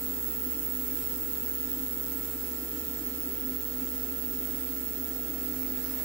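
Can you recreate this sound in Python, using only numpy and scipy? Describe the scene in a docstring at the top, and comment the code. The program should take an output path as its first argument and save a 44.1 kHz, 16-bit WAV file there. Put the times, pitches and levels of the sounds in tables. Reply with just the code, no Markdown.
"""A steady hum on a booming rush of air: the extractor fan of a small workshop booth.
Its seven-blade rotor, turning 65 times a second, radiates a harmonic series, and the turbulent flow
excites the booth's resonances. The motor buzzes at twice the mains frequency, with a fluttering hiss
and a very high whine. An arm reaches in with a bottle and screens the treble; near the end,
powder slides from the bottle and trickles softly into a foil tray."""
import sys
import numpy as np
from scipy import signal
from scipy.fft import rfft, irfft
from scipy.io import wavfile

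SR = 44100
rng = np.random.default_rng(int(sys.argv[2]) if len(sys.argv) > 2 else 0)


def output_pcm(signal):
    """Save a mono or channel-first signal as 16-bit PCM at the path in sys.argv[1].

    Samples are clipped to [-1, 1] before scaling.
    """
    pcm = np.clip(np.atleast_2d(signal).T, -1, 1) * 32767
    wavfile.write(sys.argv[1], SR, np.round(pcm).astype(np.int16))


N = 266364
TIME, FREQ = np.arange(N) / SR, np.fft.rfftfreq(N, 1 / SR)
ROTOR_HZ, BUZZ_HZ, WHINE_HZ = 64.755, 100.04, 15696

# Levels precede the gains in the functions; a density is the level in a 1 Hz band. L, R: left, right.
# Coherence of the two channels: f/Hz, coherence/1
COHERENCE = [(60, 0.57), (150, 0.88), (260, 1), (400, 0.99), (520, 0.96), (700, 0.33), (1000, 0.87),
             (1800, 0.52), (2600, 0.049), (5000, 0.36), (15000, 0.057)]
# Phase lead of the left channel: f/Hz, phase/rad
PHASE_LEAD = [(60, .08), (300, -.06), (453, -.68), (600, -1.1), (830, .4), (1130, -.9), (1360, .6),
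              (1600, 0), (2100, .9), (2400, 2.4), (3200, 1.2), (3800, 2.8), (6000, 3.4), (15000, 8)]
# Advance of the arm across the opening: t/s, fraction of full reach/1
ARM_REACH = [(0, 0), (2.1, .05), (3, .3), (4, .65), (5, .85), (6.04, 1.0)]
# Air rushing through the filter mesh: f/Hz, L density/dB, R density/dB
MESH_SPECTRUM = [(20, -98, -97), (45, -87, -85), (95, -90, -89), (160, -93, -94), (350, -82, -86),
                 (480, -84.5, -90), (560, -85, -85.5), (610, -88, -88), (780, -93.5, -91), (900, -91, -92),
                 (990, -91, -95), (1060, -86.5, -89.5), (1150, -91, -89.5), (1250, -92.5, -89.5),
                 (1380, -89, -89), (1480, -91.5, -93), (1650, -89.8, -88), (1900, -88.5, -86.5),
                 (2280, -92.5, -92.5), (2550, -89.5, -89.7), (2800, -91.5, -92), (3080, -95.5, -94.5),
                 (3370, -96.5, -94.5), (3600, -94, -89), (3920, -96, -91.5), (4300, -94, -90.5),
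                 (4750, -94.5, -91.5), (5250, -91.7, -88.5), (6100, -94, -89.3), (7600, -92.5, -88),
                 (8850, -94, -92), (15000, -92, -90)]
# Resonances of booth and housing, driven by the air: f/Hz, width/Hz, L density/dB, R density/dB
BOOTH_MODES = [(197, 14, -73.3, -74.8), (232, 30, -73, -73), (264, 25, -63, -63.5), (299, 30, -65.3, -65.3),
               (386, 30, -73.5, -72), (660, 40, -88, -85), (1290, 110, -100, -84.5), (1395, 35, -90, -82.5),
               (3200, 50, -94, -90.5)]
# Low resonance of the duct: f/Hz, width/Hz, L density/dB, R density/dB
DUCT_MODE = [(125.8, 15, -75.5, -72.5)]
# Rise and fall of the duct's note: t/s, gain/dB
DUCT_GAIN = [(0, 2.5), (.9, 2), (1.4, -.7), (1.8, .5), (2.2, 4.5), (2.7, -1), (3.4, -2.2), (4.2, -7),
             (4.6, 2), (5.2, -3), (6.04, 4)]
# Resonances of the booth's opening: f/Hz, width/Hz, L density/dB, R density/dB
OPENING_MODES = [(720, 53, -96, -79.5), (765, 136, -104, -88)]
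# Powder sliding in the bottle: f/Hz, width/Hz, L density/dB, R density/dB
SLIDE_BANDS = [(8300, 600, -92, -84), (9300, 600, -94, -89)]
# Grains landing in the tray: f/Hz, L relative level/dB, R relative level/dB
GRAIN_SPECTRUM = [(300, -12, -12), (600, -2, -2), (880, 1, 2), (1300, 2, 1), (1750, 1, 6), (2410, 0, 2),
                  (3300, -13, -13), (4100, 0, 0.5), (6000, -6, -2), (9000, -9, -4), (15000, -19, -15)]
# Envelope of the buzz's rasping upper bands: f/Hz, L level/dB, R level/dB
RASP_SPECTRUM = [(5900, -100, -100), (8140, -82, -81), (10400, -85, -74), (12460, -68, -62),
                 (14900, -59, -55), (15500, -58, -47)]
# Hiss of the motor: f/Hz, L relative level/dB, R relative level/dB
HISS_SPECTRUM = [(6450, -25, -19.5), (8850, -14, -16), (9450, -9.5, -10.5), (11300, -5.5, -5),
                 (12800, 1.5, 3), (14400, -1, -4), (16300, 2, 5)]
# Screening of the hiss by hand and bottle: t/s, relative level/dB
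HISS_SCREENING = [(0, 0), (0.5, -0.6), (1, 0.5), (1.35, 0), (1.6, -1.5), (2.1, 0.4), (2.8, -1), (3.7, -2),
                  (4.2, -1), (4.5, 0.0), (4.8, -0.2), (5.2, -1), (6.04, 0.8)]
# High resonances of the motor's shell: f/Hz, width/Hz, L density/dB, R density/dB
SHELL_MODES = [(9804.0, 46.3, -94.0, -82.0), (10510.1, 120.8, -87.1, -83.8), (10896.0, 42.3, -87.7, -79.6),
               (11427.4, 91.8, -93.3, -75.3), (11557.0, 46.7, -77.8, -84.6), (12007.0, 94.9, -78.2, -73.0),
               (12501.5, 118.7, -76.7, -76.8), (12634.8, 88.9, -79.3, -77.5),
               (13010.6, 124.9, -79.9, -69.3), (13279.9, 105.0, -78.0, -74.3),
               (13591.0, 129.2, -78.2, -70.0), (13903.2, 100.0, -77.5, -73.4),
               (14088.0, 81.8, -85.9, -69.0), (14238.6, 102.6, -73.6, -71.0),
               (14582.9, 118.0, -79.8, -69.6), (14848.9, 167.1, -75.1, -68.2)]
# Housing resonances, driven by the hiss: f/Hz, width/Hz, L density/dB, R density/dB, full-reach gain/dB
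HOUSING_MODES = [(6745, 130, -86, -89, -2), (7410, 174, -87.5, -86, -3), (7670, 110, -83.5, -76, -6),
                 (7907, 129, -97, -82.5, -3), (8389, 204, -85, -80.5, -.5)]
# Envelope of the weak buzz harmonics: f/Hz, L level/dB, R level/dB
BUZZ_ENVELOPE = [(200, -98, -94), (1800, -90, -86), (3000, -120, -98), (6300, -78, -85), (7140, -84, -74),
                 (8050, -92, -84), (9400, -106, -88), (10700, -93, -90)]
# Strong harmonics of the magnetic buzz: harmonic number, L level/dB, R level/dB
BUZZ_HARMONICS = [(14, -82, -76), (22, -77, -75), (27, -87, -74), (29, -73, -72), (31, -82, -77),
                  (32, -68, -64), (33, -80, -75), (35, -80, -71), (37, -80, -72), (43, -78, -69),
                  (46, -79, -73), (52, -85, -70), (53, -74, -71), (55, -80, -71), (62, -83, -69),
                  (63, -78, -69), (67, -76, -71), (68, -76, -73), (69, -76, -72), (73, -78, -72),
                  (77, -75, -66), (78, -86, -70), (79, -78, -70), (84, -77, -70), (85, -77, -72)]
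# Sidebands of the whine: f/Hz, width/Hz, L density/dB, R density/dB
WHINE_SIDEBANDS = [(15650, 45, -70, -53), (15580, 80, -66.5, -59.5), (15505, 35, -62, -63),
                   (15398, 30, -64, -64), (15320, 55, -75, -64)]
# Envelope of the weak rotor harmonics: f/Hz, L level/dB, R level/dB
ROTOR_ENVELOPE = [(130, -85, -84), (800, -88, -87), (1500, -87, -83), (2150, -85, -81), (2450, -75, -77),
                  (3200, -81, -80), (4400, -83, -78), (5250, -78, -78.5), (6000, -89, -85),
                  (6800, -82, -80), (9000, -93, -89)]
# Strong rotor harmonics, every seventh from blade passage: harmonic number, L level/dB, R level/dB
ROTOR_HARMONICS = [(1, -50, -48), (2, -73, -67), (3, -70, -70), (6, -68, -68), (7, -49.5, -53),
                   (8, -58.5, -60.5), (9, -74, -84), (12, -81, -71), (13, -84, -76), (20, -79, -71),
                   (21, -62.3, -54.2), (25, -75, -69), (26, -80, -71), (28, -68, -66), (33, -76, -73),
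                   (34, -75, -72), (36, -74, -72), (39, -74, -77), (40, -69, -71), (42, -69, -77),
                   (49, -80, -74), (54, -81, -72), (55, -80, -69), (56, -75, -71), (58, -81, -72),
                   (63, -74, -67), (64, -88, -73), (65, -80, -70), (70, -80, -67.5), (72, -78, -74),
                   (77, -72, -66), (79, -73, -72), (80, -73, -70), (81, -73, -72), (85, -81, -71)]
# Rotor harmonics altered by the arm:
# harmonic number, L level/dB, R level/dB, L full-reach gain/dB, R full-reach gain/dB, rms throb/dB
ARM_HARMONICS = [(4, -48, -48.5, 1.8, 1.8, 1.0), (14, -61, -65, -11, -1.5, .5)]


def from_db(db):
    """Amplitude ratio of a level difference."""
    return 10 ** (np.asarray(db) / 20)


def stereo(left, right):
    """A column with one value per channel."""
    return np.array([[left], [right]])


def unit_rms(x):
    """Normalisation to unit mean square."""
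    return x / np.sqrt(np.mean(x ** 2) + 1e-30)


def in_time(rows):
    """Linear interpolation of a curve at every sample."""
    return np.interp(TIME, *np.transpose(rows))


def at_hz(rows, hz):
    """Interpolation of each column of a spectrum in log frequency."""
    points, *columns = np.transpose(rows)
    return np.array([np.interp(np.log(hz + 1e-9), np.log(points), c) for c in columns])


def bump(centre_s, width_s):
    """A Gaussian pulse of unit height."""
    return np.exp(-((TIME - centre_s) / width_s) ** 2)


def drift(corner_hz, size=8192):
    """A random fluctuation: low-pass noise of unit rms."""
    seconds = N / SR
    low_pass = 1 / (1 + (np.fft.rfftfreq(size, seconds / size) / corner_hz) ** 2)
    slow = irfft(rfft(rng.standard_normal(size)) * low_pass, size)
    return np.interp(TIME, np.linspace(0, seconds, size), unit_rms(slow))


def resonances(modes):
    """Amplitude response of steep-sided resonances that add in power."""
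    power = sum(from_db(stereo(left, right)) ** 2 / (1 + ((FREQ - hz) / (0.7 * width)) ** 2) ** 2
                for hz, width, left, right in modes)
    return np.sqrt(power)


def noise(gain):
    """Partially coherent stereo noise: alike in the bass, nearly independent in the treble."""
    shared, own = rfft(rng.standard_normal((2, N))) * np.sqrt(SR / 2)
    coherence = np.clip(at_hz(COHERENCE, FREQ)[0], 0, 1)
    left = coherence * shared + np.sqrt(1 - coherence ** 2) * own
    left *= np.exp(1j * at_hz(PHASE_LEAD, FREQ)[0])
    return irfft(np.array([left, shared]) * gain, N)


def harmonic_series(base_hz, slip_s, envelope, strong, scatter_db, size=8192):
    """Fourier synthesis of one cycle, repeated with timing jitter; strong harmonics top a weak bed."""
    hz = np.arange(1, int(envelope[-1][0] / base_hz) + 1) * base_hz
    chance = rng.standard_normal((size // 2, 4))[:len(hz)].T
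    level_db = at_hz(envelope, hz) + scatter_db * chance[:2]
    # Weak, short waves reach each side by different reflections; strong tones come more directly.
    direct_lead = np.clip(at_hz(PHASE_LEAD, hz)[0], -1.5, 1.5)
    lead = direct_lead + np.pi * chance[2] * np.clip(hz / 1800 - 1, 0, 1)
    for number, left, right in strong:
        k = round(number) - 1
        level_db[:, k], lead[k] = (left, right), direct_lead[k]
    phase = 2 * np.pi * chance[3] + np.array([lead, np.zeros_like(lead)])
    partials = np.pad(from_db(level_db) * np.exp(1j * phase), ((0, 0), (1, 0)))
    cycle = irfft(partials, size) * size / np.sqrt(2)
    turns = base_hz * (TIME + slip_s)
    return np.array([np.interp(turns, np.arange(size) / size, side, period=1) for side in cycle])


def wall_ripple(strength, count=8):
    """Interference with early wall reflections ripples the treble, differently on each side."""
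    delay_s = rng.uniform(0.001, 0.012, (count, 2, 1))
    echoes = np.exp(-2j * np.pi * FREQ * delay_s).sum(0) / np.sqrt(count)
    share = strength * np.clip(FREQ / 8000, 0, 1) ** 2
    return np.abs(1 + share * echoes) / np.sqrt(1 + share ** 2)


def treble_flicker(x, depth_db, count=12):
    """Independent amplitude modulation of overlapping bands makes the treble flicker."""
    centres_hz = np.geomspace(1800, 12000, count)
    spectrum, flickered = rfft(x), x.copy()
    for weights in np.eye(count)[1:-1]:
        band = irfft(spectrum * np.interp(FREQ, centres_hz, weights), N)
        flickered += band * (from_db(depth_db * drift(18)) - 1)
    return flickered


def opening_note(reach, full_sag_hz=47.9, rise_db=7.5):
    """The opening resonates with a hollow note, lower and stronger as the arm narrows it."""
    sag_hz = full_sag_hz * np.clip(reach / 0.55, 0, 1)
    analytic = signal.hilbert(noise(resonances(OPENING_MODES)))
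    lowered = analytic * np.exp(-2j * np.pi * np.cumsum(sag_hz) / SR)
    return lowered.real * from_db(rise_db * reach)


def airflow(reach):
    """Turbulence gives a broadband rush and drives the resonances of booth, duct and opening."""
    rush = noise(from_db(at_hz(MESH_SPECTRUM, FREQ)) * wall_ripple(strength=1.0))
    boom_db = 0.22 - 1.0 * reach + 0.64 * drift(1)
    swell_db = 3 * bump(centre_s=5.45, width_s=0.18)
    boom = noise(resonances(BOOTH_MODES)) * from_db(boom_db + swell_db)
    duct = noise(resonances(DUCT_MODE)) * from_db(in_time(DUCT_GAIN))
    return rush + boom + duct + opening_note(reach)


def powder(pour_s=5.24, rise_s=0.62, pour_db=-51.7):
    """Powder slides down the bottle; countless impacts in the tray then add incoherently to a hiss."""
    slide = noise(resonances(SLIDE_BANDS)) * bump(centre_s=4.56, width_s=0.3)
    grains = unit_rms(noise(from_db(at_hz(GRAIN_SPECTRUM, FREQ))))
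    flow = np.clip((TIME - pour_s) / rise_s, 0, 1)
    flicker = from_db(1.8 * drift(60))
    return (slide + grains * flow * from_db(pour_db)) * flicker


def rasp(half_width_hz=16):
    """A comb of narrow noise bands, one buzz frequency apart, spreads downwards from the whine."""
    offset_hz = ((FREQ - WHINE_HZ) / BUZZ_HZ + 0.5) % 1 * BUZZ_HZ - BUZZ_HZ / 2
    comb = unit_rms(1 / (1 + (offset_hz / half_width_hz) ** 2)) / np.sqrt(BUZZ_HZ)
    return noise(from_db(at_hz(RASP_SPECTRUM, FREQ)) * comb * wall_ripple(strength=0.4))


def housing_ring(reach):
    """The housing's modes ring in forced vibration; the arm screens them unequally."""
    return sum(noise(resonances([mode])) * from_db(change_db * reach)
               for *mode, change_db in HOUSING_MODES)


def motor(reach):
    """Magnetic force buzzes twice per mains cycle; the motor's noise fades in the hand's shadow."""
    buzz = harmonic_series(BUZZ_HZ, 6e-6 * drift(14), BUZZ_ENVELOPE, BUZZ_HARMONICS, scatter_db=7.0)
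    broadband = from_db(at_hz(HISS_SPECTRUM, FREQ) - 78.5) * wall_ripple(strength=0.4)
    hiss = noise(np.hypot(broadband, resonances(SHELL_MODES)))
    buzz_phase = 2 * np.pi * BUZZ_HZ * TIME
    pulsing = 1 - 0.047 * np.cos(buzz_phase) + 0.05 * np.sin(2 * buzz_phase)
    swing_db = in_time(HISS_SCREENING) - in_time(HISS_SCREENING).mean()
    housing = housing_ring(reach) * from_db(2.2 * swing_db)
    rasping_hiss = (rasp() + hiss) * pulsing * from_db(swing_db)
    gain_db = stereo(-1, -1.3) - stereo(2.5, 0) * reach  # the arm shades the left side
    flutter_db = 0.39 * drift(19)
    return buzz + (rasping_hiss + housing) * from_db(gain_db + flutter_db)


def whine(reach):
    """A thin tone with sidebands wavers in frequency and dips each mains half cycle; the arm shades it."""
    pitch_hz = WHINE_HZ + 20 * drift(45)
    phase = 2 * np.pi * np.cumsum(pitch_hz) / SR + stereo(1.9, 0)
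    tone = np.sqrt(2) * from_db(stereo(-37, -31)) * np.sin(phase)
    sidebands = noise(resonances(WHINE_SIDEBANDS))
    dip_db = 4.9 * (0.5 + 0.5 * np.cos(2 * np.pi * BUZZ_HZ * TIME)) ** 8
    arm_loss_db = stereo(4, 1) * reach
    bottle_loss_db = 4 * bump(centre_s=2.7, width_s=0.55)
    flutter_db = drift(70)
    return (tone + sidebands) * from_db(-1.5 - arm_loss_db - bottle_loss_db - dip_db + flutter_db)


def rotor(reach, throb_hz=4.6):
    """Periodic forcing: imbalance acts once a turn, the blades seven times; eddies unsettle both."""
    slip_s = 1e-5 * drift(1) + 4e-6 * drift(25)
    tones = harmonic_series(ROTOR_HZ, slip_s, ROTOR_ENVELOPE, ROTOR_HARMONICS, scatter_db=-4.0)
    # As the arm reaches in, the throbbing drone grows and the octave of the blade tone fades.
    for number, left, right, left_change, right_change, throb_db in ARM_HARMONICS:
        level_db = stereo(left, right) + stereo(left_change, right_change) * reach
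        tone = np.sqrt(2) * np.sin(2 * np.pi * number * ROTOR_HZ * (TIME + slip_s))
        tones += tone * from_db(level_db + throb_db * drift(throb_hz))
    return tones * from_db(0.3 * drift(6))


def scene():
    """Superposition of the fan at the back of the booth and the powder in front of it."""
    reach = in_time(ARM_REACH)
    fan = rotor(reach) + airflow(reach) + motor(reach)
    return treble_flicker(fan, depth_db=1.26) + whine(reach) + powder()


def record(dry):
    """A steep low-pass filter removes the highest treble."""
    cutoff_hz, slope_db_per_hz, floor_db = 15745, 0.5, -90
    gain_db = np.clip((cutoff_hz - FREQ) * slope_db_per_hz, floor_db, 0)
    return irfft(rfft(dry) * from_db(gain_db), N)


dry = scene()
out = record(dry)
output_pcm(out)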